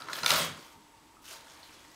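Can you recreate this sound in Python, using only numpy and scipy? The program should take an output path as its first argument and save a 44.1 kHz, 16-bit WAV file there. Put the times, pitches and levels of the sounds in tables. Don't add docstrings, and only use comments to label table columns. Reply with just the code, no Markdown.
import sys
import numpy as np
from scipy import signal
from scipy.io import wavfile

SR = 44100
rng = np.random.default_rng(int(sys.argv[2]) if len(sys.argv) > 2 else 0)


def ratio(d):
    e = np.asarray(d, float) / 20
    return 10 ** e


def log_audio(samples):
    frames = np.atleast_2d(samples).T
    limited = np.clip(frames, -1, 1)
    pcm = np.round(limited * 32767).astype(np.int16)
    wavfile.write(sys.argv[1], SR, pcm)


N = 85995

# time [s], rustle level [dB], brightness [dB per octave].
CLAWED_MOTION = [
    (0, -47.5, -3.0),
    (.06, -54.5, -4),
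    (.11, -45.5, -2.6),
    (.15, -43, 0.5),
    (.19, -42.5, -1.5),
    (.224, -46, 1.5),
]
# time [s], rustle level [dB], brightness [dB per octave].
YANKED_MOTION = [
    (.234, -37.5, -4.5),
    (.27, -38.5, 2),
    (0.294, -26.5, -0.65),
    (.35, -28.5, -0.1),
    (0.448, -33.5, 0.5),
    (0.474, -48, -2.5),
    (.68, -57.5, -0.5),
    (.72, -61, -1),
    (1.05, -96, 3.5),
]
# time [s], rustle level [dB], brightness [dB per octave].
SLACK_MOTION = [
    (1.215, -72.5, -0.24),
    (1.25, -52, 0.68),
    (1.27, -54.5, .6),
    (1.285, -49, 0.42),
    (1.325, -46, 0.58),
    (1.40, -60.5, -0.98),
    (1.5, -57.5, -1.1),
    (1.65, -58.5, -0.97),
    (1.95, -61, -.6),
]
# frequency [Hz], density [dB per Hz].
TAUT_COLOUR = [(88, -29), (150, -24), (601, -4), (790, -16), (960, -2.5), (1870, -6.5), (4000, -5),
               (12700, -15), (16000, -13)]
# frequency [Hz], density [dB per Hz].
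SLACK_COLOUR = [(180, -44), (300, -20), (405, -6), (946, -4.5), (1320, -2.5), (4830, -4.5), (16000, -15)]
# time [s], peak [dB], pitch [Hz].
CREASE_SNAPS = [
    (1.168, -49.5, 1240),
    (1.28, -41, 3000),
    (1.483, -49, 3370),
    (1.621, -52, 3550),
    (1.631, -40, 4310),
    (1.693, -49.5, 2640),
    (1.848, -55, 1920),
]
# time [s], peak [dB], hollow-to-hard balance [dB],
# chatter length [s], hard ring [Hz].
ROLL_KNOCKS = [(.0005, -39, 1.5, 0.01, 4700), (0.0194, -31.5, -0.5, .004, 3880),
               (0.085, -23.5, 7, 0.0049, 4200), (0.097, -29, 11, 0.0014, 4000),
               (.131, -22.5, -8, 0.0035, 4050), (0.155, -30, -5, 0.0067, 3340),
               (0.185, -25.5, 4.5, 0.0034, 4300), (0.232, -22.5, -1, 0.0034, 4200),
               (0.235, -27, -0.5, 0.0024, 5000), (0.244, -21, 1.5, .004, 4950),
               (0.2607, -11, -2, .005, 3967), (0.279, -20, -2.5, 0.0051, 4580),
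               (0.296, -20, -9.5, 0.0027, 4250), (0.3048, -10.5, -16, .003, 4040),
               (0.308, -13, -8, 0.0019, 2900), (0.3176, -14.5, -2.5, 0.0024, 4910),
               (0.337, -19, 2.5, 0.0046, 3500), (.345, -19.5, 3, 0.0039, 2950)]
# time [s], rattle level [dB].
ROLL_SPIN = [
    (0, -44.5),
    (.07, -47.5),
    (.1, -40),
    (.22, -48),
    (.24, -44),
    (.29, -34.5),
    (.33, -29),
    (.40, -33.5),
    (.50, -50),
]
# multiple of the hard ring, level [dB], t60 [s].
SPINDLE_MODES = [(.62, -11.5, .005), (.78, -19, .004), (1.001, -0.14, 0.015), (1.22, -3.5, .004),
                 (1.55, -8.5, .003), (2.1, -11, .002), (2.6, -15.5, 0.0022), (3.2, -30, .002)]
# frequency [Hz], level [dB], t60 [s].
TUBE_MODES = [(596, -10.5, 0.028), (960, -8.5, 0.042), (1086, -12, 0.029), (1335, -4.5, 0.034),
              (1404, -1.3, .04), (1738, -9, 0.044)]
# time [s], level [dB].
PAW_LANDINGS = [
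    (.02, -54.5),
    (.10, -53),
    (0.199, -43.5),
    (.29, -39),
    (0.341, -43),
    (.39, -38.5),
    (0.459, -40.5),
    (.55, -47.5),
    (.74, -54),
]
# frequency [Hz], level [dB], t60 [s].
BOOM_MODES = [(96, -7.5, 0.14), (159.9, 0.8, 0.18), (213, -5.5, 0.11), (258, -6, 0.132), (419.7, -5, 0.12)]
# frequency [Hz], density [dB per Hz].
AIR_COLOUR = [(12, -41), (20, 7), (120, -5.5), (301, -5), (542, -12), (923, -7), (1440, -11), (7730, -18.5),
              (16000, -28.5)]
# frequency [Hz], width [Hz], level [dB rms].
VENT_TONES = [(306, 30, -67), (917.6, 40, -63.5), (1130, 53, -74.5), (7790, 35, -79.5)]

GRAINS_PER_S, GRAIN_SPREAD_DB, HISS_SHARE, PATCHY_DB = 5400, 2, 0.4, 2.5
CLUMP_DB, CLUMPS_PER_S = 2, 130
CREASE_CYCLES = 13
HOLLOW_DB, HARD_DB, TOUCHES_PER_S = -7.5, -2.5, 9000
BRIGHTER_DB_PER_DB = 0.7
TUBE_SOFT_HZ = 2200
KNOCK_FLOOR_HZ, KNOCK_TOP_HZ = 946, 12000
RATTLES_PER_S, RATTLE_SPREAD_DB, RATTLE_DB = 900, 2.2, -26.5
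WOBBLE_DB_PER_DB = 0.7454
PAW_S, PAW_DB, PAW_FLOOR_HZ = .08, -24.5, 85
ROOM_T60_S, WALL_CUT_HZ, ROOM_DB, KNOCK_ROOM_DB = 0.44, 8950, -13, -5.5
AIR_DB, AIR_PATCHY_DB, VENT_WAVER_DB = -61.5, .4, .8


def rustle(motion, colour):
    level_db, bright_db = in_time(motion)
    fibres = [grains(GRAINS_PER_S, GRAIN_SPREAD_DB) + HISS_SHARE * rng.standard_normal(N) for _ in range(2)]
    clumped_db = level_db + CLUMP_DB * drift(CLUMPS_PER_S)
    return ratio(clumped_db) * banded(fibres, colour, PATCHY_DB, bright_db)


def creases():
    out = np.zeros(N)
    for s, db, hz in CREASE_SNAPS:
        click = np.zeros(N)
        click[int(s * SR)] = 1
        t60_s = CREASE_CYCLES / hz
        snap = ring(ring(click, hz, t60_s), hz, t60_s)
        out += ratio(db) * snap / snap.max()
    return out


def sheet():
    taut = rustle(CLAWED_MOTION + YANKED_MOTION, TAUT_COLOUR)
    slack = rustle(SLACK_MOTION, SLACK_COLOUR)
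    return taut + slack + creases()


def knocks():
    out, span = np.zeros(N), SR // 8
    soften = signal.butter(2, TUBE_SOFT_HZ, fs=SR, output="sos")
    for s, db, hollow_db, length_s, ring_hz in ROLL_KNOCKS:
        touches = rng.choice([-1, 1], span) * (rng.random(span) < TOUCHES_PER_S / SR)
        chatter = touches * hump(0, length_s)[:span]
        soft = signal.sosfilt(soften, chatter)
        hard = np.zeros(span)
        for multiple, mode_db, t60_s in SPINDLE_MODES:
            brighter_db = BRIGHTER_DB_PER_DB * (db + 11) * max(multiple - 1, 0)
            hard += struck(chatter, multiple * ring_hz, mode_db + brighter_db, t60_s)
        hollow = sum(struck(soft, hz, mode_db, t60_s) for hz, mode_db, t60_s in TUBE_MODES)
        hard_gain = ratio(db - max(2 * hollow_db, 0) + HARD_DB)
        hollow_gain = ratio(db + min(2 * hollow_db, 0) + HOLLOW_DB)
        start = int(s * SR)
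        out[start:start + span] += hard_gain * hard + hollow_gain * hollow
    band = signal.butter(2, [KNOCK_FLOOR_HZ, KNOCK_TOP_HZ], "band", fs=SR, output="sos")
    return signal.sosfilt(band, out)


def spin():
    stop = (ROLL_SPIN[-1][0] + 0.087, -90)
    spin_db, = in_time(ROLL_SPIN + [stop])
    rattle = np.zeros(N)
    for hz, db, t60_s in TUBE_MODES:
        wobble_db = WOBBLE_DB_PER_DB * (spin_db + 41) * np.log2(1400 / hz)
        clicks = ratio(db + wobble_db) * grains(RATTLES_PER_S, RATTLE_SPREAD_DB)
        rattle += ring(clicks, hz, t60_s)
    return ratio(spin_db + RATTLE_DB) * rattle


def paws():
    weight = sum(ratio(db + PAW_DB) * hump(s, PAW_S) for s, db in PAW_LANDINGS)
    boom = np.zeros(N)
    for hz, db, t60_s in BOOM_MODES:
        scuff = ratio(db) * weight * rng.standard_normal(N)
        boom += ring(scuff, hz, t60_s)
    return signal.sosfilt(signal.butter(2, PAW_FLOOR_HZ, "high", fs=SR, output="sos"), boom)


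def bathroom(x):
    out, dull = np.zeros(N), np.exp(-2 * np.pi * WALL_CUT_HZ / SR)
    lags = (rng.uniform(.007, .03, 12) * SR).astype(int)
    for k, lag in enumerate(lags):
        loop, state = x.copy(), [0.]
        gain = np.exp(-np.log(1000) * lag / SR / ROOM_T60_S)
        for i in range(lag, N, lag):
            back, state = signal.lfilter([gain * (1 - dull)], [1, -dull], loop[i - lag:i], zi=state)
            loop[i:i + lag] += back[:N - i]
        out += (loop - x) * (-1) ** k
    return out


def vent():
    out = np.zeros(N)
    for hz, width_hz, db in VENT_TONES:
        t60_s = np.log(1000) / (np.pi * width_hz)
        tone = rms_one(ring(rng.standard_normal(N), hz, t60_s))
        out += ratio(db + VENT_WAVER_DB * drift(2.5)) * tone
    return out


def air():
    return ratio(AIR_DB) * banded(rng.standard_normal((2, N)), AIR_COLOUR, AIR_PATCHY_DB)


def hump(s, length_s):
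    u = np.clip((np.arange(N) / SR - s) / length_s, 0, 1)
    return np.sqrt(u) * (1 - u)


def ring(clicks, hz, t60_s):
    r, w = np.exp(-np.log(1000) / (t60_s * SR)), 2 * np.pi * hz / SR
    return signal.lfilter([0, np.sin(w)], [1, -2 * r * np.cos(w), r * r], clicks + 1e-18)


def struck(chatter, hz, db, t60_s):
    rung = ring(chatter, hz, t60_s)
    return ratio(db) * rung / np.abs(rung).max()


def grains(per_s, spread_db):
    sizes = ratio(spread_db * np.minimum(rng.exponential(1, N), 4)) * rng.choice([-1, 1], N)
    return rms_one(sizes * (rng.random(N) < per_s / SR))


def banded(sources, spectrum, patchy_db, tilt_db=0):
    out, together = 0, drift(25)
    edges_hz = 20 * 2 ** np.arange(0, 9.9, .4)
    hz_at, db_at = np.transpose(spectrum)
    for k, (low, high) in enumerate(zip(edges_hz, edges_hz[1:])):
        band = signal.sosfilt(signal.butter(2, [low, high], "band", fs=SR, output="sos"), sources[k % 2])
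        hz = np.sqrt(low * high)
        db = np.interp(np.log(hz), np.log(hz_at), db_at) + tilt_db * np.log2(hz / 3000)
        flicker_db = patchy_db * (0.28 * together + drift(36))
        out = out + ratio(db + flicker_db) * band
    return rms_one(out)


def drift(rate_hz):
    r = np.exp(-80 * np.pi * rate_hz / SR)
    noise = rng.standard_normal(N // 40 + 2002)
    slow = signal.lfilter([1], [1, -2 * r, r * r], noise)[2000:]
    return np.interp(np.arange(N) / 40, np.arange(len(slow)), rms_one(slow))


def in_time(rows):
    s, *columns = np.transpose(rows)
    return [np.interp(np.arange(N) / SR, s, column) for column in columns]


def rms_one(x):
    return x / np.sqrt(np.mean(x ** 2) + 1e-20)


def scene():
    paper = sheet()
    roll = knocks() + spin()
    room = ratio(ROOM_DB) * bathroom(paper + ratio(KNOCK_ROOM_DB) * roll)
    return (paper + roll + room + paws() + vent() + air())[None]


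def top_cut(x):
    return signal.sosfilt(signal.butter(12, 16300, fs=SR, output="sos"), x)


def record(dry):
    mix = signal.sosfilt(signal.butter(2, 45, "high", fs=SR, output="sos"), dry)
    mix = signal.sosfilt(signal.cheby2(16, 40, 16000, fs=SR, output="sos"), mix)
    return top_cut(mix)


dry = scene()
out = record(dry)
log_audio(out)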